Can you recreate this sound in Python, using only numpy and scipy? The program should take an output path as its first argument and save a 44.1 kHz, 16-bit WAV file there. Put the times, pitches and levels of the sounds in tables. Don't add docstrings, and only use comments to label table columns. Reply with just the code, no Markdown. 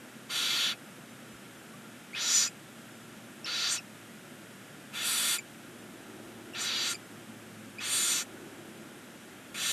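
import sys
import numpy as np
from scipy import signal
from scipy.fft import rfft, irfft
from scipy.io import wavfile
from scipy.ndimage import uniform_filter1d

SR = 44100
rng = np.random.default_rng(int(sys.argv[2]) if len(sys.argv) > 2 else 0)


def persist_wave(psi):
    counts = np.round(np.clip(psi, -1, 1) * 32767).astype(np.int16)
    wavfile.write(sys.argv[1], SR, np.atleast_2d(counts).T)


def invert_db(x):
    u = np.asarray(x, float) / 20
    return 10 ** u


N = 428652

# time_s, effort_db, gape (of the beak: -1 nearly shut, 0 usual, 1 wide)
RASPS = [
    [(.287, -53, -.3), (.305, -40, 0.01), (.36, -33, 0.054), (.673, -30, -0.37), (.721, -36, -0.46),
     (.75, -64, -.3)],
    [(2.142, -50, -1.1), (2.165, -38, -1.3), (2.21, -37, -0.099), (2.37, -31.5, 0.55), (2.44, -34.5, 0.33),
     (2.485, -49.5, 0.77)],
    [(3.452, -39.5, -0.43), (3.6, -33.5, 0.1), (3.67, -31, -.2), (3.72, -34, 0.98), (3.75, -36.5, 1.05),
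     (3.785, -41, .2)],
    [(4.925, -56, -0.04), (4.957, -43, -.4), (5.007, -37, -0.84), (5.063, -36, 0.15), (5.345, -34, 0.097),
     (5.385, -49, .1)],
    [(6.54, -44.5, -1), (6.615, -36, 0.75), (6.72, -34, -0.47), (6.88, -33, 0.34), (6.918, -36, .9),
     (6.945, -43, 0.26)],
    [(7.795, -43, -1.4), (7.85, -39.5, -0.57), (7.94, -36, 0.031), (8.13, -35.5, 0.037),
     (8.2, -37.5, -0.094), (8.24, -52.5, 0.22)],
    [(9.54, -50.5, .3), (9.6, -39, -0.16), (9.64, -35, -0.0073), (9.72, -33.5, 0.14)],
]


def evened(x):
    return x / np.sqrt(np.mean(x ** 2) + 1e-20)


def add(mix, start_s, sound):
    part = mix[round(start_s * SR):][:len(sound)]
    part += sound[:len(part)]


def coloured(points):
    hz = np.fft.rfftfreq(N, 1 / SR)
    point_hz, point_db = np.transpose(points)
    gain = invert_db(np.interp(np.log(hz + 1), np.log(point_hz), point_db, left=-99, right=-99))
    return evened(irfft(rfft(rng.standard_normal(N)) * gain, N))


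def fuzzy(hz, width_hz):
    r = np.exp(-np.pi * width_hz / SR)
    slow = signal.lfilter([1], np.convolve([1, -r], [1, -r]), [1, 1j] @ rng.standard_normal((2, N)))
    carrier = np.exp(2j * np.pi * np.cumsum(hz * np.ones(N)) / SR)
    return evened((slow * carrier).real)


def microphone_hiss():
    # pitch_hz, level_db (per Hz)
    hiss_spectrum = [(2290, -5.5), (3900, -2), (4190, -6.5), (4780, -5.5), (8040, -2.5), (13000, -7.5),
                     (13500, -4)]
    return invert_db(-58) * coloured(hiss_spectrum)


def night_air():
    # pitch_hz, level_db (per Hz)
    night_spectrum = [(15, -74), (25, -69), (59, -23), (85, -19.5), (108, -13), (146, -2), (166, -4.5),
                      (225, 2), (385, -11), (556, -9), (1040, -17), (1370, -10.5), (1500, -12), (3250, -18),
                      (4300, -30.5), (5590, -32), (9460, -120)]
    return invert_db(-50.5) * coloured(night_spectrum)


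def far_engine():
    # time_s, pitch_hz, level_db
    engine_course = [(0, 128.9, -66), (1.14, 118.7, -67), (3.1, 115.8, -65), (5.2, 111.3, -66),
                     (7, 112.2, -63), (8.2, 107.6, -63.5), (9.72, 110.2, -71.5)]
    time_s, pitch_hz, level_db = np.transpose(engine_course)
    t = np.arange(N) / SR
    hz = np.interp(t, time_s, pitch_hz)
    hum = np.sqrt(2) * np.sin(2 * np.pi * np.cumsum(hz) / SR)
    hum += .35 * fuzzy(hz, 6) + .9 * fuzzy(2 * hz, 10)
    return invert_db(np.interp(t, time_s, level_db)) * hum


def passing_vehicles():
    # nearest_s, half_length_s, swell_db
    passes = [
        (.5, 0.25, -58),
        (3.404, 1, -64),
        (6.405, 0.7, -52.5),
        (8.385, .6, -51.5),
    ]
    # pitch_hz, width_hz
    traffic_tones = [(56, 6), (340, 111), (1400, 80)]
    drone_tone, tyre_tone, whistle_tone = traffic_tones
    t = np.arange(N) / SR
    power = invert_db(-62.5) ** 2
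    for nearest_s, half_s, swell_db in passes:
        power = power + invert_db(swell_db) ** 2 / (1 + ((t - nearest_s) / half_s) ** 2) ** 2
    tyres = np.sqrt(power)
    nearness = (1 + np.tanh((t - 7.0) / .6)) / 2
    out = invert_db(-89 + 11 * nearness) * fuzzy(*drone_tone)
    out += tyres * fuzzy(*tyre_tone)
    out += tyres * invert_db(-7.0) * fuzzy(680, 660)
    out += invert_db(-68.5) * fuzzy(*whistle_tone)
    out += invert_db(-66.0) * fuzzy(1640, 310)
    return out


def peeps_and_bumps():
    # start_s, length_s, from_hz, to_hz, peak_db
    glides = [
        (1.315, .06, 75, 62, -58),
        (2.405, .026, 210, 250, -42),
        (1.726, 0.041, 1110, 1220, -50),
        (1.827, 0.054, 1384, 1390, -48),
        (8.362, 0.029, 1450, 1530, -48),
    ]
    out = np.zeros(N)
    for start_s, length_s, from_hz, to_hz, peak_db in glides:
        hz = np.linspace(from_hz, to_hz, int(length_s * SR))
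        add(out, start_s, invert_db(peak_db) * np.hanning(len(hz)) * np.sin(2 * np.pi * np.cumsum(hz) / SR))
    return out


def scatter(t60=.07, share_db=-4.5):
    t = np.arange(3000) / SR
    tail = np.diff(rng.standard_normal(len(t) + 1)) * invert_db(-60 * t / t60) * (t > .002)
    response = signal.unit_impulse(len(t)) + invert_db(share_db) * tail / np.linalg.norm(tail)
    return response / np.linalg.norm(response)


def box_ring(modes, between_db=-9.5, smooth_hz=1500):
    # pitch_hz, width_hz, depth (0-1)
    notches = [(4935, 340, 0), (6410, 100, 0.2), (7800, 180, 0.94), (8580, 87, 0.7), (10250, 200, 0.4)]
    hz = abs(np.fft.fftfreq(8192, 1 / SR))
    narrowest_hz = 12
    peaks = sum(invert_db(db) ** 2 / (1 + ((hz - f) / (narrowest_hz + w / 2)) ** 2) for f, w, db in modes)
    span = int(smooth_hz * len(hz) / SR)
    power = peaks / uniform_filter1d(peaks, span, mode="wrap") + invert_db(between_db) ** 2
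    log_gain = np.log(power / uniform_filter1d(power, span, mode="wrap")) / 2
    for f, w, depth in notches:
        log_gain += np.log(1 - min(depth, .95) / (1 + ((hz - f) / (w / 2)) ** 2))
    return np.fft.ifft(np.exp(np.conj(signal.hilbert(log_gain)))).real[:4096]


def wall_echoes(voice, facing):
    # delay_ms, share
    walls = [(.43, -.015), (.69, 0.03), (.95, -0.082), (1.1, -0.027), (1.43, 0.021), (2.05, 0.052)]
    facing_ms = (0.886, 2.11)
    delay_ms, shares = np.transpose(walls + list(zip(facing_ms, facing)))
    lags = np.arange(128)[:, None] - delay_ms * SR / 1000
    return signal.oaconvolve(voice, signal.unit_impulse(len(lags)) + np.sinc(lags) @ shares)


def bump(hz, centre_hz, width_hz, steep):
    shape = 1 / (1 + (abs(hz - centre_hz) / width_hz) ** steep)
    return shape / shape.mean(0)


def membrane_slaps(n, slaps_per_s=3300, jitter=.7, uneven_db=3.0):
    late, size, sign = rng.random((3, 2400))
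    at = ((np.arange(len(late)) + jitter * late) * SR / slaps_per_s).astype(int)
    strength = invert_db(-uneven_db * np.log(size + .12)) * np.sign(sign - .5)
    return evened(np.bincount(at, strength)[:n])


def rasp(rows, pose, facing):
    throat_hz, beak_start_hz, beak_end_hz, beak_over_db, air_over_db = pose
    s, effort_db, gape = np.transpose(rows)
    n = int((s[-1] - s[0]) * SR)
    hz, t, z = signal.stft(membrane_slaps(n), SR, nperseg=256, noverlap=192)
    hz = hz[:, None]
    effort_db, gape = np.interp(t + s[0], s, effort_db), np.interp(t + s[0], s, gape)
    throat_hz = throat_hz * (1 + 0.12 * np.minimum(gape, 0))
    beak_hz = np.linspace(beak_start_hz, beak_end_hz, len(t)) * (1 + 0.2 * gape)
    throat_db = effort_db - 4.5 * np.maximum(gape, 0)
    beak_db = effort_db + beak_over_db + 11 * gape
    air_db = effort_db + air_over_db + 11 * gape
    chest_db = -39.5 + 0.28 * (effort_db + 33.5)

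    throat = bump(hz, throat_hz, 614, 2.84)
    chest = bump(hz, 1860, 1100, 3.85) + invert_db(-14.5) ** 2 * bump(hz, 1250, 150, 2.5)
    beak = bump(hz, beak_hz, 1450, 5.6)
    air = 0.89 * bump(hz, 4800, 3400, 0.79) + 0.086 * bump(hz, 12700, 700, 1.5)
    power = invert_db(throat_db) ** 2 * throat + invert_db(chest_db) ** 2 * chest
    power += invert_db(beak_db) ** 2 * beak + invert_db(air_db) ** 2 * air
    power *= 1 / (1 + (380 / (hz + 1)) ** 6.8) * (0.36 + 1 / (1 + (1180 / (hz + 1)) ** 7.2))
    voice = signal.istft(z * np.sqrt(power), SR, nperseg=256, noverlap=192)[1][:n]
    return wall_echoes(voice * signal.windows.tukey(len(voice), .07), facing)


def squeak(from_hz, to_hz, levels_db, shortest_s, s_per_khz, loudest, fade_db, overtone_fade_db,
           flutter_db=4.5, wobble=0.013, fourth_db=-15):
    length_s = shortest_s + s_per_khz * abs(to_hz - from_hz) / 1000
    u = np.linspace(0, 1, int(length_s * SR))
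    hz = to_hz + (from_hz - to_hz) * (1 - u) ** 2.2
    drift = uniform_filter1d(uniform_filter1d(rng.standard_normal((5, 2600)), 70), 70)
    drift = evened(drift)[:, :len(u)]
    turns = np.cumsum(hz * (1 + wobble * drift[-1])) / SR
    first_db, second_db, third_db = levels_db
    away = (u - loudest) ** 2
    harmonics_db = [first_db + fade_db * away]
    for db in (second_db, third_db, third_db + fourth_db):
        harmonics_db.append(db + overtone_fade_db * away)
    note = np.zeros(len(u))
    for k, db in enumerate(harmonics_db):
        note += invert_db(db + flutter_db * drift[k]) * np.sin(2 * np.pi * (k + 1) * turns)
    return note * signal.windows.tukey(len(u), .35)


def squeaks():
    # start_s, from_hz, to_hz, first_harmonic_db, second_harmonic_db
    openers = [(2.130, 2000, 2540, -37.5, -53), (3.444, 2670, 2720, -44, -35.5),
               (4.927, 2390, 2740, -46, -59), (6.534, 2780, 2720, -40, -57), (7.781, 2260, 2540, -38, -48),
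               (9.543, 2330, 2420, -44, -58)]
    # start_s, from_hz, to_hz, second_harmonic_db, third_harmonic_db
    closers = [(0.732, 2540, 2550, -58, -58), (2.474, 2580, 2480, -38, -41), (3.777, 3050, 2420, -40, -60),
               (5.381, 2460, 2290, -39.5, -40.5), (6.942, 2500, 2330, -39, -37)]
    out = np.zeros(N)
    for start_s, from_hz, to_hz, first_db, second_db in openers:
        add(out, start_s, squeak(from_hz, to_hz, (first_db, second_db, -61), shortest_s=.015, s_per_khz=.023,
                                 loudest=0, fade_db=4, overtone_fade_db=-12))
    for start_s, from_hz, to_hz, second_db, third_db in closers:
        first_db = -26.5 + .3 * second_db
        add(out, start_s, squeak(from_hz, to_hz, (first_db, second_db, third_db), shortest_s=.021,
                                 s_per_khz=.02, loudest=0.2, fade_db=-45, overtone_fade_db=-85))
    return out


def owl():
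    # pitch_hz, width_hz, level_db
    box_low = [(1403, 47, -3), (1807, 53, 0.5), (2123, 11, -0.5), (2330, 12, 1), (2540, 6.3, 1),
               (2690, 8.3, 2.5), (2960, 380, -2), (3360, 290, 1), (3905, 47, 5), (4317, 18, 1),
               (4590, 50, 0.5)]
    box_high = [(5350, 260, -6.5), (5920, 210, 1.5), (6500, 110, 1), (7030, 55, -2), (7530, 110, -1.5),
                (7950, 93, -7), (8290, 60, -5.5), (8690, 93, 0), (9380, 120, -5), (9700, 60, -13),
                (10190, 240, -13.5), (11470, 250, -27), (12900, 420, -7)]
    # throat_hz, beak_start_hz, beak_end_hz, beak_over_effort_db, air_over_effort_db
    poses = [(3730, 7300, 6800, -9.5, -9), (3960, 5950, 5600, 0.5, -11.5), (4120, 5800, 6000, -7.5, -20),
             (3700, 8800, 8200, -0.9, 0.1), (3970, 6300, 6500, -8, -15.5), (3850, 9000, 6800, 4, -1),
             (3620, 7700, 7100, -2, -4)]
    facings = [(.18, -0.12), (0.18, -0.14), (.05, -0.16), (0.15, -0.08), (0.044, -0.042), (.19, -0.18),
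               (0.033, -0.22)]
    # first_hz, second_hz, third_hz, level_db
    nearest_modes = [(6270, 6830, 8900, .5), (5940, 6970, 5100, 2), (6060, 6400, 4600, -1),
                     (5920, 8000, 3500, 4), (5870, 6100, 4650, -1), (5920, 3500, 8300, -0.5),
                     (5900, 3500, 7000, -2)]
    calls = np.zeros(N)
    for rows, pose, facing, (*near_hz, near_db) in zip(RASPS, poses, facings, nearest_modes):
        near = [(hz, 53, near_db) for hz in near_hz]
        ring = box_ring(box_low + box_high + near)
        add(calls, rows[0][0], signal.oaconvolve(rasp(rows, pose, facing), ring))
    calls += signal.oaconvolve(squeaks(), box_ring(box_low + box_high, between_db=0.0))[:N]
    return signal.oaconvolve(calls, scatter())[:N]


def stereo_flecks(mono, count=75):
    # time_s, low_hz, high_hz
    rasp_flecks = [(.541, 9000, 10500), (2.35, 6300, 7800), (5.16, 6900, 8500), (5.325, 13000, 13800),
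                   (6.778, 4200, 5300), (7.86, 4700, 5800), (8.004, 4200, 6400), (9.703, 7600, 9200)]
    hz, t, z = signal.stft(mono, SR, nperseg=1024, noverlap=512)
    when, low = rng.random((count, 2)).T
    flecks = list(rasp_flecks)
    for s, low_hz in zip(when * t[-1], 4200 + 8000 * low):
        if not any(rows[0][0] - .05 < s < rows[-1][0] + .05 for rows in RASPS):
            flecks.append((s, low_hz, low_hz + 1600))
    mask = np.zeros(z.shape)
    for s, low_hz, high_hz in flecks:
        mask[np.ix_((hz > low_hz) & (hz < high_hz), abs(t - s) < .013)] = 1
    noise = abs(z) * np.exp(2j * np.pi * rng.random(z.shape))
    mid = signal.istft(z * (1 - .2 * mask), SR, nperseg=1024, noverlap=512)[1][:N]
    side = signal.istft(.9 * noise * mask, SR, nperseg=1024, noverlap=512)[1][:N]
    return np.array([mid + side, mid - side])


def scene():
    mono = microphone_hiss() + night_air() + far_engine() + passing_vehicles() + peeps_and_bumps() + owl()
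    return np.array([mono, mono])


def low_pass(x):
    return signal.sosfilt(signal.butter(12, 13670, fs=SR, output="sos"), x)


def record(dry):
    ceiling = .3
    limited = ceiling * np.tanh(dry[0] / ceiling)
    limited = signal.sosfilt(signal.butter(2, 38, "high", fs=SR, output="sos"), limited)
    edge = signal.firwin(701, 13680, window=("kaiser", 9), fs=SR)
    roll_off = signal.firwin(61, 14300, fs=SR)
    mono = signal.oaconvolve(limited, np.convolve(edge, roll_off), "same")
    return low_pass(stereo_flecks(mono))


dry = scene()
out = record(dry)
persist_wave(out)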